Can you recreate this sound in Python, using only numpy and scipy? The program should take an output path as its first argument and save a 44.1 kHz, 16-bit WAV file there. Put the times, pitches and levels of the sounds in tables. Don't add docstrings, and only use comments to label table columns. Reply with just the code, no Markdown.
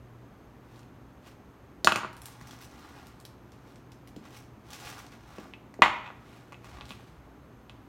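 import sys
import numpy as np
from scipy import signal
from scipy.fft import rfft, irfft
from scipy.io import wavfile

SR = 44100
rng = np.random.default_rng(int(sys.argv[2]) if len(sys.argv) > 2 else 0)


def file_out(sig):
    cols = np.atleast_2d(sig).T
    lim = np.clip(cols, -1, 1)
    pcm = np.round(lim * 32767).astype(np.int16)
    wavfile.write(sys.argv[1], SR, pcm)


N = 347552


def from_db(db):
    return 10 ** (np.asarray(db) / 20)


def rms_one(x):
    return x / np.sqrt(np.mean(x ** 2) + 1e-20)


def peak_one(x):
    return x / np.abs(x).max()


def at_hz(points, hz):
    points_hz, values = np.transpose(points)
    return np.interp(np.log(np.maximum(hz, 1)), np.log(points_hz), values)


def colour(x, spectrum):
    gain = from_db(at_hz(spectrum, np.fft.rfftfreq(N, 1 / SR)))
    return rms_one(irfft(rfft(x) * gain, N))


def cut(x, hz, kind, order=2):
    return signal.sosfilt(signal.butter(order, hz, kind, fs=SR, output="sos"), x)


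def resonate(x, hz, width_hz):
    radius = np.exp(-np.pi * width_hz / SR)
    feedback = [1, -2 * radius * np.cos(2 * np.pi * hz / SR), radius ** 2]
    return signal.lfilter(np.array([1, 0, -1]) * (1 - radius ** 2) / 2, feedback, x)


def add(track, start_s, sound):
    start = round(start_s * SR)
    track[start:start + len(sound)] += sound[:N - start]


def swell(peak_s, rise_s, fall_s, shape=1.13):
    t = np.arange(N) / SR - peak_s
    from_peak = np.maximum(-t / rise_s, t / fall_s)
    return np.exp(-np.minimum(from_peak, 10) ** shape)


def grains(per_s, spread_db):
    sizes = from_db(spread_db * np.minimum(rng.exponential(1, N), 4))
    return (rng.random(N) < per_s / SR) * sizes * rng.choice([-1, 1], N)


def clack(hz, damping):
    t = np.arange(SR // 8) / SR
    age = np.pi * damping * hz * t
    return age * np.exp(1 - np.minimum(age, 60)) * np.sin(2 * np.pi * hz * t)


def struck(modes):
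    t = np.arange(SR // 5) / SR
    return sum((-1) ** k * from_db(db) * np.exp(-np.pi * width_hz * t) * np.sin(2 * np.pi * hz * t)
               for k, (hz, width_hz, db) in enumerate(modes))


def chatter(decay_s):
    t = np.arange(SR // 30) / SR
    return rng.standard_normal(len(t)) * np.exp(-t / decay_s)


def aftershocks(decay_s, per_s=500):
    t = np.arange(SR // 12) / SR
    return (rng.random(len(t)) < per_s / SR) * rng.uniform(-1, 1, len(t)) * np.exp(-t / decay_s)


def dispersed(spread_s):
    hz = np.fft.rfftfreq(512, 1 / SR)
    lag_s = spread_s * (1.1 - np.sqrt(hz / hz[-1]))
    return irfft(np.exp(-2j * np.pi * np.cumsum(lag_s) * hz[1]))


def ventilation(air_db=-53):
    # frequency_hz, relative_db
    air_spectrum = [(15, -39.5), (25, -22.5), (43, -12.5), (64, -4), (92, -8), (123, -2), (145, -8),
                    (270, -7.5), (394, -11.5), (463, -14.5), (560, -16.5), (1100, -18.5), (4740, -40.5),
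                    (13600, -50.5), (16000, -52)]
    # pitch_hz, width_hz, rms_db
    hum_bands = [(59, 13, -65.5), (120, 2.1, -60), (227.4, 28, -70), (273, 17, -68.5), (6350, 230, -85.5),
                 (13200, 900, -83)]
    air = from_db(air_db) * colour(rng.standard_normal(N), air_spectrum)
    for hz, width_hz, rms_db in hum_bands:
        band = resonate(resonate(rng.standard_normal(N + SR), hz, width_hz), hz, width_hz)
        air += from_db(rms_db) * rms_one(band[SR:])
    return air


def classroom(x, scatter_db=-8, scatter_t60_s=0.051, gap_s=0.0021):
    # frequency_hz, level_db
    tail_levels = [(100, -1.5), (400, -10), (1000, -11.5), (1800, -6.5), (3000, -9.5), (4500, -6),
                   (7000, -2), (15000, -8)]
    # frequency_hz, decay_db_per_s
    tail_decay = [(100, 164.5), (300, 117.5), (900, 97.5), (2800, 114), (4500, 136.5), (7000, 181.5),
                  (10000, 224.5), (15000, 270)]
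    # delay_s, level_db
    echoes = [(.0039, -24.5), (0.0155, -18.5)]
    t = np.arange(SR) / SR
    hz, white = np.fft.rfftfreq(SR, 1 / SR), rfft(rng.standard_normal(SR))

    def fade(db_per_s):
        shape = from_db(-db_per_s * t) * (t > gap_s)
        return shape / np.linalg.norm(shape)

    response = from_db(scatter_db) * fade(60 / scatter_t60_s) * rng.standard_normal(SR)
    edges_hz = np.geomspace(40, 20000, 19)
    for low, high in zip(edges_hz, edges_hz[1:]):
        centre_hz = np.sqrt(low * high)
        band = irfft(white * ((hz >= low) & (hz < high)), SR)
        response += from_db(at_hz(tail_levels, centre_hz)) * fade(at_hz(tail_decay, centre_hz)) * band
    response[0] += 1
    for delay_s, level_db in echoes:
        add(response, delay_s, from_db(level_db) * dispersed(spread_s=0.001022))
    return signal.fftconvolve(x, response)[:N]


def hand_strokes(larger_creases_db=-3):
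    # peak_s, rise_s, fall_s, rub_db, crumbs_db, bag_db
    strokes = [(.78, 0.085, 0.035, -65, -67, -69), (1.272, 0.023, 0.037, -61.5, -56, -70),
               (2.27, 0.06, 0.15, -58.5, -68, -63), (2.51, 0.054, 0.035, -57, -75, -57),
               (2.63, 0.031, 0.024, -58.5, -72, -56), (2.84, 0.18, 0.092, -55.5, -70, -63.5),
               (2.97, 0.043, .16, -58, -64, -70.5), (3.72, 0.13, 0.044, -65, -69, -73),
               (4.258, 0.022, 0.018, -53.5, -68, -69), (4.35, 0.038, 0.053, -57, -59, -55.5),
               (4.725, 0.037, .07, -53.5, -71, -60), (4.885, 0.078, 0.057, -50, -49, -52),
               (4.975, 0.027, 0.066, -50.5, -66, -57), (5.124, 0.012, 0.033, -59, -61, -76),
               (5.41, 0.15, 0.067, -53.5, -69.5, -63), (6.34, 0.12, .11, -61, -61.5, -78),
               (6.655, 0.016, 0.077, -65, -62, -66), (6.79, 0.095, 0.065, -52.5, -76, -84),
               (6.915, 0.03, 0.025, -60, -50, -72), (7.0, 0.036, 0.17, -64, -65.5, -80)]
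    # frequency_hz, relative_db
    rub_spectrum = [(150, -15.5), (400, -13.5), (800, 2.5), (1300, 0), (1800, -4), (2600, -9),
                    (4000, -12.5), (7000, -23.5), (16000, -38)]
    crumb_spectrum = [(400, 13), (1200, 0), (2500, 7), (4000, 2.5), (6500, -5), (9000, -8.5), (12000, -10),
                      (16000, -14.5)]
    bag_spectrum = [(200, -43.5), (600, -12), (1500, -3), (3000, 4.5), (4500, 2), (6500, -2), (9000, -6.5),
                    (12000, -8.5), (16000, -9)]
    grit = colour(cut(grains(per_s=1200, spread_db=3.5), 200, "high"), rub_spectrum)
    crumbs = colour(cut(grains(per_s=1500, spread_db=3.8), 300, "high"), crumb_spectrum)
    tiny = grains(per_s=900, spread_db=3.6)
    larger = signal.fftconvolve(grains(per_s=45, spread_db=2), chatter(decay_s=0.00056))[:N]
    creases = colour(rms_one(tiny) + from_db(larger_creases_db) * rms_one(larger), bag_spectrum)
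    track = np.zeros(N)
    for peak_s, rise_s, fall_s, rub_db, crumbs_db, bag_db in strokes:
        texture = from_db(rub_db) * grit + from_db(crumbs_db) * crumbs + from_db(bag_db) * creases
        track += swell(peak_s, rise_s, fall_s) * texture
    return track


def bag_snaps(body_hz=3500, body_width_hz=4500, split_hz=6000, top_hz=12500, run_db=4.0):
    # start_s, pop_db, crack_db
    snaps = [(2.1302, -35, -41), (2.167, -36, -38), (2.2184, -35, -31), (2.2572, -27, -22.5),
             (2.5096, -27, -49), (2.6233, -35, -42), (2.6448, -38, -42), (2.7133, -36, -56),
             (3.0689, -39, -42), (3.2012, -40, -37.5), (3.2519, -28.5, -36.5), (3.5198, -34.5, -52),
             (3.7578, -36.5, -56), (3.919, -33.5, -48), (4.0741, -33.5, -41.5), (4.163, -34.5, -50),
             (4.705, -29, -35.5), (4.7316, -19.5, -35.5), (4.7996, -27, -38), (5.0657, -32.5, -53),
             (5.1193, -36, -52), (6.8546, -32.5, -52), (6.8923, -32, -54)]
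    pops, cracks = np.full(N, 1e-18), np.full(N, 1e-18)
    for start_s, pop_db, crack_db in snaps:
        snap = peak_one(chatter(decay_s=0.0013))
        run = from_db(run_db) * aftershocks(decay_s=0.02)
        for part in (snap, run):
            add(pops, start_s, from_db(pop_db) * part)
            add(cracks, start_s, from_db(crack_db) * part)
    pops = cut(resonate(pops, body_hz, body_width_hz), split_hz, "low", order=1)
    cracks = cut(cracks, split_hz, "high", order=1)
    return pops + cut(cracks, top_hz, "low")


def tabletop(blows):
    # pitch_hz, width_hz, gain_db
    top_modes = [(213.7, 15, 3), (320, 20, -1.5), (360, 16, 0), (628.3, 13, 4.5), (797, 24, 0.5),
                 (939, 39, 5), (1070, 35, -17), (1144, 35, -23.5), (1285, 22, 1.5), (1443, 33, -3.5),
                 (1728, 35, -3), (1958, 130, 0.5), (2190, 28, -4.5), (2480, 34, -2), (2610, 43, -1.5),
                 (2600, 8.7, -4.5), (2821, 20, -11.5)]
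    blows = blows + 1e-12 * rng.standard_normal(N)
    return blows + sum(from_db(db) * resonate(blows, hz, width_hz) for hz, width_hz, db in top_modes)


def clay_bumps(damping=0.6, sag_cycles=2.1, sag_pitch_ratio=0.69, sag_db=-1):
    # start_s, level_db, pitch_hz
    bumps = [(2.413, -46.5, 216), (4.165, -36.5, 368), (5.3838, -35.5, 423), (5.456, -44.5, 860),
             (5.7915, -31, 525), (6.721, -43, 91), (6.811, -46.5, 86), (6.908, -47, 248)]
    track = np.zeros(N)
    for start_s, db, hz in bumps:
        add(track, start_s, from_db(db) * clack(hz, damping))
        add(track, start_s + sag_cycles / hz, from_db(db + sag_db) * clack(hz * sag_pitch_ratio, damping))
    return track


def tool_rattle(fade_db_per_s=76, halving_s=0.012):
    # landing_s, rattle_db, rock_s, rock_db
    drops = [(1.874, -25.5, 2.03, -47), (5.822, -16.5, 6.07, -52)]
    # frequency_hz, relative_db
    settling_spectrum = [(200, -25), (500, -12.5), (850, 6), (1300, 3), (1700, -4.5), (2700, -2.5),
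                         (3600, -6), (5000, -25), (7000, -26.5), (10000, -42.5), (16000, -46)]
    force = np.zeros(N)
    t = np.arange(SR) / SR
    for landing_s, rattle_db, rock_s, rock_db in drops:
        add(force, landing_s, from_db(rattle_db - fade_db_per_s * t) / (1 + t / halving_s))
        force += from_db(rock_db) * swell(rock_s, rise_s=0.05, fall_s=0.029)
    touches = cut(grains(per_s=900, spread_db=2.5), 150, "high")
    return force * colour(touches, settling_spectrum)


def tool_knocks(radiate_hz=450, tap_hz=1050, tap_thud_db=-15):
    # start_s, top_db, top_hz, shaft_db, shaft_hz, tick_db, thud_db
    hits = [(1.8457, -22.5, 1800, -9.5, 4200, -11.5, -26.5), (1.8726, 0, 1300, -6, 2750, -15.5, -23.5),
            (1.9214, -13.5, 1370, -14, 2630, -23, -29), (1.9586, -16.5, 1290, -16.5, 2340, -20.5, -30.5),
            (5.8205, .5, 1060, -5, 2580, -21, -22.5), (5.8236, -16.5, 1190, -5, 2010, -36, -45.5)]
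    # start_s, top_db, shaft_db, shaft_hz, tick_db
    light_taps = [(.7596, -51, -47, 3800, -54), (0.792, -47, -60, 3000, -47), (0.831, -54, -51, 2800, -55),
                  (1.975, -31, -37, 2800, -37), (1.985, -24, -33, 2480, -48), (2.0333, -25, -42, 1500, -52),
                  (2.047, -23.5, -47, 2500, -53), (2.4118, -41, -42, 1670, -43),
                  (5.383, -39, -41, 2480, -48), (5.5369, -43, -31.5, 2700, -64),
                  (5.7403, -46, -45.5, 1890, -45.5), (5.8603, -16, -20, 2500, -51),
                  (6.103, -31.5, -50, 2500, -66), (6.522, -39.5, -41, 2390, -46),
                  (6.529, -37.5, -40, 2300, -50), (6.544, -50, -39, 2700, -62),
                  (6.6441, -40.5, -44, 2400, -46), (6.8103, -38, -30.5, 3400, -61),
                  (6.819, -42.5, -41, 2270, -61), (6.9067, -35, -28.5, 3400, -55),
                  (6.92, -46, -36, 2900, -52), (7.6964, -43.5, -35, 3110, -49)]
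    # pitch_hz, width_hz, relative_db
    bending_modes = [(72, 17, -19.5), (105, 20, -15), (198.4, 50, -6), (342, 51, -2.5), (647, 72, 4)]
    # pitch_hz, width_hz, relative_db
    tool_modes = [(4325, 590, 2), (6300, 1400, -3.5), (6980, 330, 3), (8950, 900, -7), (11320, 1100, -11.5),
                  (14700, 900, -12.5)]
    thud = cut(struck(bending_modes), 55, "high")
    click = dispersed(spread_s=0.0023)
    tick = peak_one(sum((-1) ** k * from_db(db) * resonate(click, hz, width_hz)
                        for k, (hz, width_hz, db) in enumerate(tool_modes)))
    taps = [(start_s, top_db, tap_hz, shaft_db, shaft_hz, tick_db, top_db + tap_thud_db)
            for start_s, top_db, shaft_db, shaft_hz, tick_db in light_taps]
    clacks, ticks_and_thuds = np.full(N, 1e-18), np.zeros(N)
    for start_s, top_db, top_hz, shaft_db, shaft_hz, tick_db, thud_db in list(hits) + taps:
        add(clacks, start_s, from_db(top_db) * clack(top_hz, damping=0.65))
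        add(clacks, start_s, from_db(shaft_db) * clack(shaft_hz, damping=0.46))
        add(ticks_and_thuds, start_s, from_db(tick_db) * tick)
        add(ticks_and_thuds, start_s, from_db(thud_db) * thud)
    return cut(clacks, radiate_hz, "high") + ticks_and_thuds


def scene():
    blows = tool_knocks() + clay_bumps() + tool_rattle()
    at_table = tabletop(blows) + bag_snaps() + hand_strokes()
    return (classroom(at_table) + ventilation())[None]


def record(dry, cutoff_hz=15900):
    low_pass = signal.ellip(10, .1, 80, cutoff_hz, fs=SR, output="sos")
    return signal.sosfilt(low_pass, np.clip(dry, -1, 1))


dry = scene()
out = record(dry)
file_out(out)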